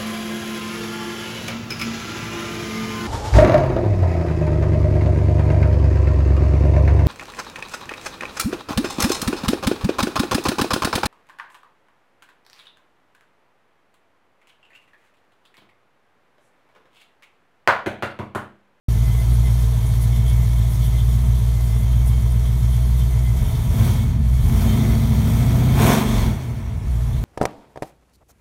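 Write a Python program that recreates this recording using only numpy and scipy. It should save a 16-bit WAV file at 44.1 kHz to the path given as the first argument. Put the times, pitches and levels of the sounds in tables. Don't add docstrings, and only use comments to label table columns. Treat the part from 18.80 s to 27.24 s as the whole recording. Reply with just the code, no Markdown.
import sys
import numpy as np
from scipy import signal
from scipy.fft import rfft, irfft
from scipy.io import wavfile
from scipy.ndimage import uniform_filter1d

SR = 44100
rng = np.random.default_rng(int(sys.argv[2]) if len(sys.argv) > 2 else 0)


def to_wav(s):
    ch = np.atleast_2d(s).T
    pcm = np.round(np.clip(ch, -1, 1) * 32767)
    wavfile.write(sys.argv[1], SR, pcm.astype(np.int16))


N = 372204
TIME_S = np.arange(N) / SR
BINS_HZ = np.fft.rfftfreq(N, 1 / SR)

# time_s, firing_hz
ENGINE_SPEED = [(0, 57.8), (.65, 58.5), (2, 58.2), (3.6, 60.3), (4.52, 60.5), (4.7, 70), (4.9, 70),
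                (5.08, 90.4), (5.25, 81.4), (5.45, 61), (5.6, 64), (5.9, 97.5), (6.08, 109.2),
                (6.35, 104.3), (6.65, 117.5), (6.93, 128), (7.1, 178), (7.25, 212), (7.48, 160),
                (7.62, 130), (7.8, 98), (7.9, 78), (8.05, 62), (8.2, 57.5), (8.44, 55.5)]
# time_s, load (0 idle, 1 wide open, below 0 coasting)
ENGINE_LOAD = [(0, 0.092), (4.45, -0.028), (4.64, 0.24), (4.88, 0.058), (5.05, 0.61), (5.39, -0.5),
               (5.5, -0.096), (5.83, 0.48), (6.25, 0.0095), (6.5, 0.16), (6.96, 0.15), (7.025, 0.88),
               (7.125, 0.98), (7.25, -0.076), (7.33, 0.09), (7.45, 0.052), (7.58, -0.29), (7.75, -0.57),
               (8.02, -0.73), (8.13, -0.34)]
# time_s, level_db
EXHAUST_LEVEL = [(0, -15), (4.58, -15), (4.72, -19), (4.9, -17), (5.02, -13), (5.15, -16.5), (5.32, -17),
                 (5.45, -14.5), (5.8, -14.5), (6.2, -15), (6.92, -14.5), (7.08, -13.5), (7.22, -18.5),
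                 (7.36, -16.5), (7.5, -17.5), (7.58, -24.5), (7.86, -24.5), (8.17, -18.5), (8.44, -18.5)]
# time_s, bay_gain_db
DASH_NEARNESS = [(.7, -0.1), (2.6, -0.8), (7.5, -0.5), (8.3, -0.4)]
EXHAUST_ORDERS = {2: (-30, -9.5), 3: (-20, -14), 4: (-12, -14.5), 5: (-3, -7.5), 6: (-18, -6),
                  7: (-23, -12.5), 8: (0, 0.35), 9: (-12.5, -3.5), 10: (-15, -3), 11: (-13.5, -1.2),
                  12: (-26, -8), 13: (-6.5, -2.5), 14: (-3.5, -6.5), 15: (-4, -5.5), 16: (2.7, -0.76),
                  17: (-8, -0.43), 18: (1.1, -3), 19: (-8, -4), 20: (-13, -7), 21: (-6, -2.5),
                  22: (-3.5, -6), 23: (-3, -4.5), 24: (-13, -4), 26: (-4, -14), 27: (-8, -2.1),
                  29: (-12.5, -15.5), 30: (-12, -15), 32: (-19, -1.5)}

# freq_hz, gain_db
CABIN_RESPONSE = [(25, -56), (35, -52), (42, -16.5), (52, -16.5), (60, -12), (72, -22), (86, -19.5),
                  (100, -25), (116, -16.5), (135, -24.5), (165, -30.5), (190, -36), (220, -24), (240, -35),
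                  (262, -34.5), (300, -50.5), (365, -40), (450, -48.5)]
# freq_hz, relative_db
CLATTER_IDLE_SPECTRUM = [(160, 1.5), (280, 0.5), (324, -1), (361, 0.5), (394, -7), (439, 2), (519, -6.5),
                         (656, 0), (730, -4.5), (979, -4), (1420, -12), (1960, -12), (2120, -11.5),
                         (2480, -14), (2900, -16.5), (3770, -52), (6380, -120)]
CLATTER_REV_SPECTRUM = [(200, -32), (345, 0), (380, -5), (470, -2.5), (547, -4.5), (697, -2.5), (762, -5),
                        (945, -4), (1250, -9.5), (1680, -14.5), (2240, -10.5), (2340, -13), (2900, -19),
                        (3770, -45), (6380, -120)]
RUSH_SPECTRUM = [(1410, -44), (2400, -12), (2890, -26), (3060, -2), (3260, 2), (3490, -1), (4010, -2),
                 (4600, -3), (4910, -10), (5690, -2.5), (6730, -6), (7540, -12), (7800, -7), (10100, -12),
                 (17200, -120)]
HISS_IDLE_SPECTRUM = [(4240, -13), (7200, -3.5), (7620, -9), (9660, -0.5), (10500, -2), (11300, 3),
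                      (13800, -1), (15100, 0), (16000, -13)]
HISS_REV_SPECTRUM = [(4240, -19), (7200, -5.5), (7620, -19), (8200, -5.5), (9370, -6.5), (10300, -5),
                     (12100, 2), (14700, -2.5), (16000, -2)]

# freq_hz, width_hz, relative_db
CLATTER_PANEL_MODES = [(359.3, 11.7, -3), (434, 14, -1.5), (658.5, 23, -3.5), (962, 8.7, -0.5),
                       (1295, 47, -5.5), (1764, 26, 0)]
BARK_PANEL_MODES = [(262, 11, 13.5), (377.6, 11, 7.5), (430, 9.9, 1.5), (514, 15, -7), (697, 24, 6),
                    (838, 12, 4), (922, 22, -9), (1029, 30, 2), (1474, 170, -9), (2230, 200, -16)]
SIZZLE_MODES = [(9830, 490, 5), (11000, 750, -1), (13500, 1200, -9)]
BUZZ_MODES = [(3156, 26, 7.3), (3393, 43, 3.7), (3550, 75, 1.5)]

# centre_s, length_s, rise_db
CARB_SPITS = [(1.23, 0.1, 5.5), (1.93, 0.11, 4), (2.055, 0.11, 4.5), (2.33, .1, 2.5), (2.87, 0.092, 2.5),
              (3.01, .1, 2), (3.28, 0.1, 5), (4.19, 0.067, 3.5)]
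LOOSE_PART_FLARES = [(0.675, .1, 5), (1.36, .12, 7), (1.5, 0.11, 5), (2.057, 0.16, 6), (2.203, 0.12, 9.5),
                     (3.664, 0.047, 8), (3.947, .09, 5.5), (4.21, .09, 8), (4.715, 0.35, 4),
                     (5.93, .14, 7.5), (8.342, 0.12, 7)]
LOW_TONE_SWELLS = [(.29, 0.23, 13.5), (0.4, .13, 15), (0.675, .16, 13), (1.227, .14, 11), (1.36, .14, 8),
                   (1.6, .18, 8), (2.162, .17, 11), (2.78, .22, 8), (3, 0.3, 7), (4.34, .16, 7),
                   (4.514, 0.27, 9), (5.97, .7, 9)]
HIGH_TONE_SWELLS = [(1.02, .25, 4), (1.5, 0.78, 5.5), (3.3, .5, 3.5)]

# base_db, speed_db, load_db, coast_db, accel_db_per_oct_per_s
CLATTER_WEIGHTS = (-41, 6, 10, -2.5, 0.15)
RUSH_WEIGHTS = (-49.5, 5.5, 11, -11.5, -0.5)
HISS_WEIGHTS = (-47, 3, 9.5, -17.5, 0.5)
BARK_WEIGHTS = (-56, 11, 11, 6, 2.73)
BUZZ_WEIGHTS = (-53, 5, 11.5, -16, -0.5)
LOW_TONE_WEIGHTS = (-59.5, 2.5, 9, -20, -2)
HIGH_TONE_WEIGHTS = (-59, 6, 12, -4, 0)

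BOOM_HZ = 61.4


def exhaust(firing_hz, firings, pulling, coasting, near_db):
    off_boom_hz = np.maximum(abs(firing_hz - BOOM_HZ) - 4, 0)
    ragged = np.clip(off_boom_hz / 4.2 + 2 * coasting, 0, 1)
    tilt_db_per_oct = -1.4 + 2 * ragged + 4.5 * pulling ** 2 + .5 * coasting + 1.8 * near_db
    crank = firings + ragged * .035 * drift(25)
    beat = np.zeros(N)
    for order, (smooth_db, ragged_db) in EXHAUST_ORDERS.items():
        on_firing = order % 8 == 0
        offset_turns = 1 / 4 if order % 8 in (1, 7) else rng.random() * (not on_firing)
        sway = 1 + drift(4) * (.1 if on_firing else .42)
        order_hz = order * firing_hz / 8
        tone = np.cos(2 * np.pi * (order * crank / 8 + offset_turns))
        order_db = smooth_db + ragged * (ragged_db - smooth_db)
        order_db += tilt_db_per_oct * np.log2(np.minimum(order_hz, 260) / 120)
        beat -= gain_of(order_db) * response(CABIN_RESPONSE, order_hz) * sway * tone
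    power = uniform_filter1d(uniform_filter1d(beat ** 2, size=6000), size=4000)
    stumble = coloured(impulses(firing_hz, firings) * rng.standard_normal(N), CABIN_RESPONSE)
    share = gain_of(-19 + 4 * ragged + 9.5 * coasting)
    return (beat / np.sqrt(power + 1e-12) + share * stumble) / np.sqrt(1 + share ** 2)


def clatter(firing_hz, firings, revving):
    combustion = puffs(firings, depth_db=0, uneven_db=3.5)
    drive = unit_rms(combustion + gain_of(-2.5) * knocks(firing_hz, firings))
    idle = gain_of(.46) * coloured(drive, CLATTER_IDLE_SPECTRUM)
    body = (1 - revving) * idle + revving * coloured(drive, CLATTER_REV_SPECTRUM)
    return unit_rms(body + ring(body, CLATTER_PANEL_MODES))


def knocks(firing_hz, firings, count=96):
    angles = (np.arange(count) + rng.random(count)) / count
    signs = rng.choice([-1, 1], count)
    passed = np.searchsorted(angles, firings / 8 % 1) % count
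    struck = np.diff(passed, prepend=passed[0]) != 0
    return unit_rms(struck * signs[passed] / np.sqrt(firing_hz))


def carburettor(firings, revving, state):
    cycle = np.cos(2 * np.pi * (firings / 8 + .15))
    spit_db = swells(CARB_SPITS)
    lope_db = .02 * (1.5 - revving) * cycle
    air = gain_of(lope_db) * puffs(firings, depth_db=-.5, uneven_db=2.4)
    rush = flicker(coloured(air, RUSH_SPECTRUM), depth_db=1.83)
    sizzle = ring(coloured(rng.standard_normal(N), [(8500, 0), (14000, 0)]), SIZZLE_MODES)
    sizzle = unit_rms(sizzle * (gain_of(5 * cycle) + gain_of(spit_db) - 1))
    idle_hiss = flicker(coloured(air, HISS_IDLE_SPECTRUM), depth_db=1.3)
    idle_hiss += gain_of(-8) * flicker(sizzle, depth_db=7.5)
    hiss = (1 - revving) * unit_rms(idle_hiss) + revving * coloured(air, HISS_REV_SPECTRUM)
    return layer_gain(RUSH_WEIGHTS, state) * rush + layer_gain(HISS_WEIGHTS, state, spit_db) * hiss


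def panel_bark(firing_hz, firings):
    bank = np.cos(2 * np.pi * np.floor(firings) * 3 / 8)
    strength = 1 + .58 * bank + .7 * rng.standard_normal(N)
    pulses = unit_rms(impulses(firing_hz, firings) * strength)
    gas = .12 * puffs(firings, depth_db=2, uneven_db=4)
    return coloured(ring(pulses + gas, BARK_PANEL_MODES), [(240, 0), (2900, 0)])


def loose_part(firings, state, wander_db=1.5):
    shake = puffs(firings, depth_db=1.5, uneven_db=1.5)
    buzz = sum(gain_of(wander_db * drift(8.4)) * ring(shake, [mode]) for mode in BUZZ_MODES)
    return layer_gain(BUZZ_WEIGHTS, state, swells(LOOSE_PART_FLARES)) * unit_rms(buzz)


def singing(pitch_hz, firings, waver_hz=9, waver_db=2.5):
    turns = np.cumsum(pitch_hz + waver_hz * (drift(90) + drift(8) / 2)) / SR
    flutter = 1 + .28 * np.cos(2 * np.pi * firings)
    return unit_rms(np.sin(2 * np.pi * turns) * gain_of(waver_db * drift(20)) * flutter)


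def hunting(lead_s=0, period_s=.9, crest_s=.65, settled_s=4.7):
    fade = np.clip((settled_s - TIME_S) / 2, 0, 1)
    return fade * np.cos(2 * np.pi * (TIME_S + lead_s - crest_s) / period_s)


def engine_state(firing_hz, pulling, coasting, torque_lag_s=.018):
    octaves = np.log2(firing_hz / BOOM_HZ)
    accel_oct_per_s = uniform_filter1d(np.gradient(octaves) * SR, size=3000)
    lagged_accel = np.interp(TIME_S - torque_lag_s, TIME_S, accel_oct_per_s)
    speed = np.maximum(octaves, 0) ** 1.22 * (1 - coasting) ** 2
    return np.array([np.ones(N), speed, pulling, coasting, lagged_accel])


def layer_gain(weights, state, lift_db=0):
    return gain_of(np.dot(weights, state) + lift_db)


def impulses(firing_hz, firings):
    return np.diff(np.floor(firings), prepend=0) / np.sqrt(firing_hz)


def puffs(firings, depth_db, uneven_db):
    strength = np.clip(rng.standard_normal(2048), -2, 2)[firings.astype(int)]
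    decay = np.exp(-(firings % 1) / .27)
    return unit_rms(rng.standard_normal(N) * gain_of((depth_db + uneven_db * strength) * decay))


def flicker(x, depth_db):
    bands = signal.stft(x, nperseg=512)[2]
    patches = uniform_filter1d(rng.standard_normal(bands.shape), size=7, axis=0)
    patches = unit_rms(uniform_filter1d(patches, size=8, axis=1))
    return unit_rms(signal.istft(bands * gain_of(depth_db * patches), nperseg=512)[1][:N])


def ring(x, modes):
    return sum(gain_of(db) * signal.lfilter(*signal.iirpeak(hz, hz / width_hz, SR), x)
               for hz, width_hz, db in modes)


def response(points, hz, skirt_db_per_oct=74):
    points_hz, db = np.transpose(points)
    knots = np.log2(points_hz)
    octave = np.log2(np.maximum(hz, 1))
    beyond = abs(octave - np.clip(octave, knots[0], knots[-1]))
    return gain_of(np.interp(octave, knots, db) - skirt_db_per_oct * beyond)


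def coloured(x, points):
    return unit_rms(irfft(rfft(x) * response(points, BINS_HZ), N))


def drift(rate_hz):
    knots_s = np.arange(0, N / SR + 1, .5 / rate_hz)
    return unit_rms(np.interp(TIME_S, knots_s, rng.standard_normal(4096)[:len(knots_s)]))


def swells(rows):
    return sum(rise_db * np.cos(np.pi * np.clip((TIME_S - centre_s) / length_s, -.5, .5)) ** 2
               for centre_s, length_s, rise_db in rows)


def curve(rows):
    return np.interp(TIME_S, *np.transpose(rows))


def gain_of(db):
    return 10 ** (np.asarray(db) / 20)


def unit_rms(x):
    return x / np.sqrt(np.mean(x ** 2) + 1e-20)


def scene(hunt_hz=1.4, hunt_db=1, air_waver_db=.5):
    firing_hz = curve(ENGINE_SPEED) + hunt_hz * hunting()
    firings = np.cumsum(firing_hz) / SR
    load, near_db = curve(ENGINE_LOAD), curve(DASH_NEARNESS)
    pulling, coasting = np.maximum(load, 0), np.maximum(-load, 0)
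    revving = np.clip((firing_hz - 62) / 30, 0, 1)
    state = engine_state(firing_hz, pulling, coasting)

    air = carburettor(firings, revving, state)
    bay = layer_gain(CLATTER_WEIGHTS, state) * clatter(firing_hz, firings, revving)
    bay += gain_of(air_waver_db * drift(6)) * air
    boom_db = curve(EXHAUST_LEVEL) + hunt_db * hunting(lead_s=.052)
    boom = gain_of(boom_db) * exhaust(firing_hz, firings, pulling, coasting, near_db)
    bark = layer_gain(BARK_WEIGHTS, state) * panel_bark(firing_hz, firings)
    buzz = loose_part(firings, state)
    tones = layer_gain(LOW_TONE_WEIGHTS, state, swells(LOW_TONE_SWELLS)) * singing(2054, firings)
    tones += layer_gain(HIGH_TONE_WEIGHTS, state, swells(HIGH_TONE_SWELLS)) * singing(2215, firings)
    return (boom + gain_of(near_db) * bay + bark + buzz + tones)[None]


def record(dry):
    start_s, fade_s, cutoff_hz = .083, .003, 15850
    opened = dry * np.clip((TIME_S - start_s) / fade_s, 0, 1)
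    lowpass = signal.firwin(511, cutoff_hz, window=("kaiser", 9), fs=SR)
    return signal.oaconvolve(opened, lowpass[None], "same")


dry = scene()
out = record(dry)
to_wav(out)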